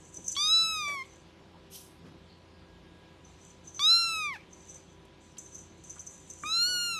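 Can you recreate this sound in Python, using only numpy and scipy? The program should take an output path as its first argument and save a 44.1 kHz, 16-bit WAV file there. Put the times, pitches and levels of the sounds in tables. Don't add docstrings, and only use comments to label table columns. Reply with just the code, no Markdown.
import sys
import numpy as np
from scipy import signal
from scipy.fft import rfft, irfft, next_fast_len
from scipy.io import wavfile
from scipy.ndimage import uniform_filter1d, minimum_filter1d, map_coordinates

SR = 44100
rng = np.random.default_rng(int(sys.argv[2]) if len(sys.argv) > 2 else 0)


def inscribe(sig):
    pcm = np.round(np.clip(np.atleast_2d(sig).T, -1, 1) * 32767)
    wavfile.write(sys.argv[1], SR, pcm.astype(np.int16))


def gain_from_db(level_db):
    decades = np.asarray(level_db, float) / 20
    return 10 ** decades


N = 308460
T = np.arange(N) / SR
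TOP_HZ = 13180


def unit(x):
    return x / np.sqrt(np.mean(x ** 2) + 1e-20)


def along(points, hz):
    f, v = np.transpose(points)
    return np.interp(np.log(hz + 1), np.log(f + 1), v)


def curves(rows, outside=-120):
    s, *cols = np.transpose(rows)
    return [np.interp(T, s, c, outside, outside) for c in cols]


def wobble(rate):
    return map_coordinates(rng.standard_normal(int(N * rate / SR) + 4), [T * rate])


def swell(s, rise, hold, t60):
    return np.clip((T - s) / rise, 0, 1) * gain_from_db(-60 * np.clip(T - s - rise - hold, 0, 2) / t60)


def filtered(x, response):
    m = next_fast_len(len(x) + SR // 2)
    return irfft(rfft(x, m) * response(np.fft.rfftfreq(m, 1 / SR)), m)[:len(x)]


def modes(peaks):
    def response(f):
        total = 0
        for k, (centre, width, db) in enumerate(peaks):
            ring = 1j * f * width / (centre * centre - f * f + 1j * f * width)
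            total = total + (-1) ** k * gain_from_db(db) * ring
        return total
    return response


def hiss(spectrum):
    return unit(filtered(rng.standard_normal(N), lambda hz: gain_from_db(along(spectrum, hz))))


def patches(shape, bins, frames):
    field = uniform_filter1d(rng.standard_normal(shape), size=bins, axis=0)
    return unit(uniform_filter1d(field, size=frames, axis=1))


def mottled(x, patchy_db):
    hz, _, z = signal.stft(x, SR, nperseg=512)
    depth_db = patchy_db * np.clip(hz / 6000, .3, 1)[:, None]
    return signal.istft(z * gain_from_db(depth_db * patches(z.shape, 8, 12)), nperseg=512)[1][:N]


# f/Hz, level/dB
HUM = [(53.8, -73), (86.1, -64), (129.2, -76), (172.3, -67.5), (328.4, -68.5), (387.6, -67.5),
       (522.2, -71.5), (775.2, -84.5), (985.1, -72.5), (1642, -79)]
# t/s, rise/s, hold/s, f/Hz, level/dB
WHINE = (2.3, .4, .42, 1642, -70.5)
# f/Hz, level/dB per Hz
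RUMBLE = [(30, -22), (55, 11.5), (100, 4.5), (165, 12.5), (255, 5), (340, 8), (480, -14), (750, -74)]
# f/Hz, level/dB per Hz
AIR = [(250, -18), (450, -10.5), (950, -14), (1600, -20), (3500, -19), (5000, -26), (8000, -36.5),
       (13000, -45.5)]


def room_tone():
    out = np.zeros(N)
    for hz, db in HUM:
        tone = np.sin(2 * np.pi * hz * T + 1.02 * wobble(6.8))
        out += np.sqrt(2) * gain_from_db(db + 1.77 * wobble(7)) * tone
    s, rise, hold, hz, db = WHINE
    whine = np.sin(2 * np.pi * hz * T + 1.9 * wobble(16))
    out += gain_from_db(db + 0.92 * wobble(8.8)) * swell(s, rise, hold, 0.24) * whine
    out += gain_from_db(-59.5 + 0.53 * wobble(4.15)) * hiss(RUMBLE)
    return out + gain_from_db(-61.5 + 0.33 * wobble(1.7)) * mottled(hiss(AIR), patchy_db=2.1)


# f/Hz, t60/s
WALLS = [(500, 0.92), (2500, 0.56), (6000, 0.64), (12000, 0.61)]


def walls(x):
    hz, t, z = signal.stft(rng.standard_normal(SR // 2), SR, nperseg=256)
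    tail = signal.istft(z * gain_from_db(-60 * t / along(WALLS, hz)[:, None]), SR, nperseg=256)[1]
    late = np.pad(x, (300, 0))
    return signal.fftconvolve(late, tail / np.linalg.norm(tail))[:N]


# t/s, level/dB
BRUSH = [
    (1.7, -72),
    (1.718, -54),
    (1.76, -45),
    (1.984, -77),
    (2.0, -81),
]
# f/Hz, level/dB per Hz
CLOTH = [(1180, -50), (2300, -11), (3100, 1), (3770, -5), (6280, 3), (7000, -3), (10400, 0.5),
         (13000, -3.5)]


def cloth():
    return gain_from_db(curves(BRUSH)[0] + 1.0 * wobble(70)) * mottled(hiss(CLOTH), patchy_db=2.5)


# t/s, t60/s, f/Hz,
# width/Hz, level/dB
BUMPS = [(.16, 0.21, 220, 300, -52), (.349, 0.066, 3300, 900, -42), (.872, 0.16, 620, 199, -45.5),
         (.91, 0.23, 606, 258, -54), (.872, 0.22, 1970, 1200, -50), (.872, 0.43, 8500, 9500, -54),
         (.32, 0.048, 4900, 695, -49), (1.035, .055, 3120, 2000, -52), (1.04, 0.22, 2160, 300, -58.5),
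         (1.54, 0.1, 880, 200, -57), (2.0, .6, 200, 250, -52.5), (2.03, 0.47, 1500, 3000, -62.5),
         (2.27, 0.43, 4400, 500, -61.5), (2.61, 0.16, 1310, 700, -60.5), (4.32, 0.27, 4200, 3000, -60),
         (4.385, .2, 2260, 400, -57), (5.05, .04, 7000, 7700, -68), (5.368, 0.044, 3200, 2400, -52.5),
         (5.954, 0.15, 1230, 700, -56), (5.981, 0.043, 2600, 1600, -60), (6.42, 0.31, 202, 350, -51.5),
         (6.67, 0.42, 344, 500, -53.5), (.295, .08, 3030, 2000, -56.5), (4.31, 0.25, 11500, 2500, -72.5)]


def bumps():
    out, t = np.zeros(N + SR), np.arange(SR // 2) / SR
    for s, t60, hz, width_hz, db in BUMPS:
        band, rise = modes([(hz, width_hz, 0)]), 0.08 * t60
        puff = unit(filtered(rng.standard_normal(len(t)), lambda f: band(f) ** 2))
        fade = gain_from_db(db - 60 * np.maximum(t - rise, 0) / t60)
        out[round(s * SR):][:len(t)] += puff * np.minimum(t / rise, 1) * fade
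    return out[:N] * gain_from_db(2.9 * wobble(90))


# t/s, length/s, ring level/dB, rattle over ring/dB
SWINGS = [(-.03, 0.16, -56, 3.5), (0.12, 0.43, -46.5, -1.5), (.36, .07, -52, -3), (.62, 0.18, -54, 3),
          (.92, 0.13, -64, 2), (1.045, 0.13, -57, -3.5), (3.242, 0.081, -61, 0), (3.382, 0.11, -58.5, 2.5),
          (3.632, 0.17, -45.5, -8.5), (3.88, 0.37, -55, -1.2), (6.382, .07, -54, 6),
          (4.486, 0.26, -53.5, -2.5), (4.875, 0.02, -61, -4), (5.192, 0.081, -58.5, 0.5),
          (5.39, 0.2, -47, -5), (5.844, 0.25, -49.5, -1), (6.103, .17, -54.5, 3.5), (6.28, 0.21, -47, -4),
          (5.76, 0.054, -58.5, -2), (6.618, 0.21, -54.5, 2.5)]
# t/s, peak level/dB, bright part level/dB, shiver afterwards under the peak/dB
CLINKS = [(0.0532, -47, .5, 16), (0.1457, -35.5, -13, 21), (.1649, -31, -8, 28), (0.2429, -33, -11, 14),
          (0.2633, -25.5, -14, 14), (.2797, -15.5, -10.5, 19), (0.312, -28, -2, 30.5),
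          (0.3201, -28, 5.5, 17), (.332, -35, -3, 25), (0.879, -39, 5, 21), (3.2473, -44.5, -20, 16),
          (3.408, -47.5, -13, 16), (3.446, -51, 3, 8), (3.5027, -45.5, -11, 18), (3.6712, -38, -14, 12),
          (3.7664, -36.5, -29, 10.5), (4.5285, -40, -13, 14), (4.6675, -44, -13, 2),
          (4.6911, -35.5, -14, 3.5), (4.744, -33, -4.5, 16), (5.383, -28.5, 1, 17), (5.458, -37, -16, 26),
          (5.547, -26, -15, 16), (5.582, -40, -1, 24), (5.838, -37, -1, 21), (5.8967, -27.5, -14, 14),
          (5.994, -26.5, -16, 23), (6.067, -28, -8, 24), (6.136, -40, -3, 28), (6.3, -29, -4, 22)]
# f/Hz, width/Hz, level/dB
BELL = [(6060, 75, 0), (6450, 130, -11)]
# f/Hz, width/Hz, level/dB
BEADS = [(7000, 500, -0.5), (7700, 260, -1), (8300, 530, -8.5), (10000, 2000, -37), (12300, 1500, -24)]


def shivering():
    ring, rattle = np.zeros((2, N))
    for s, hold, db, rattle_db in SWINGS:
        shape = gain_from_db(db) * swell(s, 0.026, hold, 0.24)
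        ring += shape
        rattle += gain_from_db(rattle_db) * shape
    for s, db, bright_db, under_db in CLINKS:
        shape = gain_from_db(db - under_db) * swell(s, 0.018, 0, 0.11)
        ring += shape
        rattle += gain_from_db(0.84 * bright_db - 1.5) * shape
    return ring, rattle


def shiver(ring, rattle):
    knocks = (rng.random(N) < 6000 / SR) * rng.standard_normal(N) * gain_from_db(0.59 * rng.exponential(size=N))
    body = unit(knocks * gain_from_db(2.2 * wobble(40))) * ring * gain_from_db(-2.5)
    out = gain_from_db(16.5) * filtered(body, modes(BELL))
    for mode in BEADS:
        part = unit(rng.permutation(knocks) * gain_from_db(3.3 * wobble(45))) * rattle
        out += gain_from_db(2.5) * filtered(part, lambda f: modes([mode])(f) / (1 + (f / 11500) ** 6))
    return out


def clinks(rattle):
    ring, dry, t = np.zeros(N), np.zeros(N), np.arange(SR // 20) / SR
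    for s, db, bright_db, _ in CLINKS:
        gather = (t / [[.003], [.002]]) ** 1.07
        thin_out = gain_from_db(-60 * t / [[.035], [.022]])
        cluster = rng.standard_normal((2, len(t))) * thin_out * gather
        start = round((s - .002) * SR)
        ring[start:][:len(t)] += gain_from_db(db - 3.0) * cluster[0]
        dry[start:][:len(t)] += gain_from_db(db + bright_db + 2.5) * cluster[1]
    ticks = (rng.random(N) < 40 / SR) * rng.standard_normal(N)
    dry += gain_from_db(25.5) * rattle * ticks
    out = gain_from_db(19.5) * filtered(ring, modes(BELL))
    return out + gain_from_db(5.0) * filtered(dry, lambda f: modes(BEADS)(f) / (1 + (f / 12000) ** 4))


def trinket():
    ring, rattle = shivering()
    out = shiver(ring, rattle) + clinks(rattle)
    return filtered(out, lambda hz: 1 / (1 + (5400 / (hz + 1)) ** 8))


def ring_db(hz, centre_hz, width_hz):
    return 20 * np.log10(centre_hz ** 2 / np.abs(centre_hz ** 2 - hz ** 2 + 1j * hz * width_hz))


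# t/s, f/Hz
PITCH = [
    [(.365, 1148), (.535, 1313), (.6, 1317), (.708, 1300), (.76, 1261), (.865, 1159), (.93, 1143),
     (1.018, 1042), (1.045, 1098)],
    [(3.793, 1149), (3.915, 1356), (4.0, 1377), (4.128, 1318), (4.2, 1266), (4.29, 1159), (4.33, 1037),
     (4.368, 751), (4.385, 965)],
    [(6.436, 1214), (6.5, 1285), (6.54, 1336), (6.646, 1431), (6.688, 1472), (6.794, 1428), (6.841, 1416),
     (6.929, 1377), (6.995, 1258)],
]
# t/s, level/dB, mouth resonance f/Hz (rises as it opens), effort/dB per octave
JAW = [
    [(.365, -44.5, 3600, -0.7), (.41, -43, 4010, 0.8), (.496, -44, 4080, 1.8), (.621, -44.5, 3746, 2.5),
     (.679, -44, 3320, 3), (.82, -43.4, 2850, 1.1), (.956, -46, 2010, 1), (1.025, -49.5, 1970, 0.8),
     (1.045, -73, 1850, -5)],
    [(3.793, -41.5, 3880, -1.7), (3.85, -43, 3860, 2), (3.91, -42.5, 4080, 2.55), (4.038, -42, 3540, 3),
     (4.085, -45, 3150, 4.5), (4.255, -43.5, 2560, 1.3), (4.318, -47, 2090, -1.5), (4.358, -53, 2400, -0.5),
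     (4.385, -69, 2300, -0.5)],
    [(6.436, -40, 2190, -15), (6.447, -45.5, 2680, -9), (6.464, -44, 2720, 0.4), (6.522, -46, 3770, 0.8),
     (6.631, -45.5, 3985, 3), (6.701, -45.5, 3710, 3.5), (6.847, -46, 3330, 4.5), (6.946, -48, 3040, 4.5),
     (6.995, -45, 3020, -0.5)],
]
# 4th overtone level/dB, 5th level/dB, higher ones level/dB
TURN = [(0, 1, 0), (-3.1, -1, -0.8), (-6, 5.5, 1.7)]
# f/Hz, level/dB
FOLDS = [(1000, 0.9), (1500, 3.5), (2500, -9.5), (4000, -4), (6000, -1), (7500, -19), (10000, -4.5),
         (13000, 1)]
# f/Hz, level/dB per Hz
BREATH = [(1500, -33), (3000, -6), (4500, -11), (8000, -18.5), (13000, -16.5)]


def mew_pitch(glide, start, on):
    s, hz = np.transpose(glide)
    snap = 0.705 * np.exp(-np.abs(T - start) / 0.00053)
    tremor = 0.0018 * wobble(40) + 0.002 * wobble(14)
    pitch = uniform_filter1d(np.interp(T, s, hz), size=1000) * (1 + tremor + snap)
    return pitch[on] * (1 - 0.055 * np.exp(-(T[on] - start) / .02))


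def kitten():
    out, flutter = np.zeros(N), wobble(220)
    for glide, rows, turn_db in zip(PITCH, JAW, TURN):
        start = rows[0][0]
        on = slice(round(start * SR), round(rows[-1][0] * SR))
        age = T[on] - start
        pitch = mew_pitch(glide, start, on)
        phase = 2 * np.pi * np.cumsum(pitch) / SR
        level, mouth, effort = [c[on] for c in curves(rows)]
        slack = .016 + np.clip(-49 - level, 0, 8) * .07
        muffle = 4.5 * np.minimum(mouth - 2880, 0) / 1000
        throat = 8560 - 0.24 * mouth
        for k in range(1, 14):
            f = k * pitch
            db = level + effort * np.log2(k) + along(FOLDS, f)
            db += (k > 3) * turn_db[min(max(k - 4, 0), 2)]
            db += muffle * (k > 5) + (0.6 if k < 6 else 2.2) * wobble(30)[on]
            db += ring_db(f, mouth, 360) + ring_db(f, throat, 1290)
            tone = np.sin(k * (phase + slack * flutter[on]) - 0.35 * k * k)
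            onset = np.clip(age / (0.00031 * k), 0, 1)
            out[on] += np.sqrt(2) * gain_from_db(db) * tone * (f < TOP_HZ) * onset
        gasp_db = 14 * np.exp(-age / 0.05)
        breath_db = level + .6 * muffle - 24.5 + 1.66 * effort + gasp_db
        out[on] += gain_from_db(breath_db) * (1 + np.cos(phase)) * hiss(BREATH)[on]
    return out


def scene():
    near, rattle = kitten() + bumps(), trinket()
    echo = gain_from_db(-22.5) * walls(near) + gain_from_db(-9.5) * walls(rattle)
    mono = near + rattle + echo + cloth() + room_tone()
    return np.array([mono, mono])


# f/Hz, level/dB
MASK = [(1000, 38), (2500, 39), (4500, 36), (7000, 27), (10000, 22), (13000, 18)]
# f/Hz, level/dB per bin
QUIET = [(11000, -124), (12200, -117), (13000, -115)]


def masked(x):
    hz, _, z = signal.stft(x, SR, window="cosine", nperseg=2048)
    power = uniform_filter1d(np.abs(z) ** 2, size=7, axis=0)
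    strongest = -minimum_filter1d(-power, size=79, axis=0, origin=7)
    limit = strongest * gain_from_db(-along(MASK, hz)[:, None]) ** 2 + gain_from_db(along(QUIET, hz)[:, None]) ** 2
    keep = power > limit * gain_from_db(3 * patches(z.shape, 16, 2)) ** 2
    return signal.istft(z * keep, window="cosine", nperseg=2048)[1][:N]


# t/s, f/Hz, width/Hz, level/dB
SWAPS = [(.755, 11500, 900, -59), (2.105, 5700, 1200, -78), (2.385, 11500, 2000, -86),
         (3.265, 8000, 600, -84), (3.915, 10700, 900, -58), (3.915, 12100, 900, -56),
         (4.189, 7700, 1400, -53), (4.19, 12700, 800, -66), (5.025, 5540, 1190, -82),
         (6.625, 11500, 900, -54), (6.765, 10000, 960, -51), (6.971, 7120, 2020, -53),
         (6.97, 11200, 1393, -60)]


def swapped():
    out, window = np.zeros((2, N + SR)), np.hanning(2048)
    for s, hz, width_hz, db in SWAPS:
        for side in out:
            noise = filtered(rng.standard_normal(2048), lambda f: np.abs(f - hz) < width_hz / 2)
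            side[round(s * SR) - 1024:][:2048] += gain_from_db(db) * unit(noise) * window
    return out[:, :N]


def roll_off(x):
    return signal.sosfilt(signal.butter(12, 13670, fs=SR, output="sos"), x)


def record(dry):
    cut = filtered(masked(dry[0]), lambda hz: np.clip((TOP_HZ - hz) / 120, .01, 1))
    return roll_off(cut + swapped())


dry = scene()
out = record(dry)
inscribe(out)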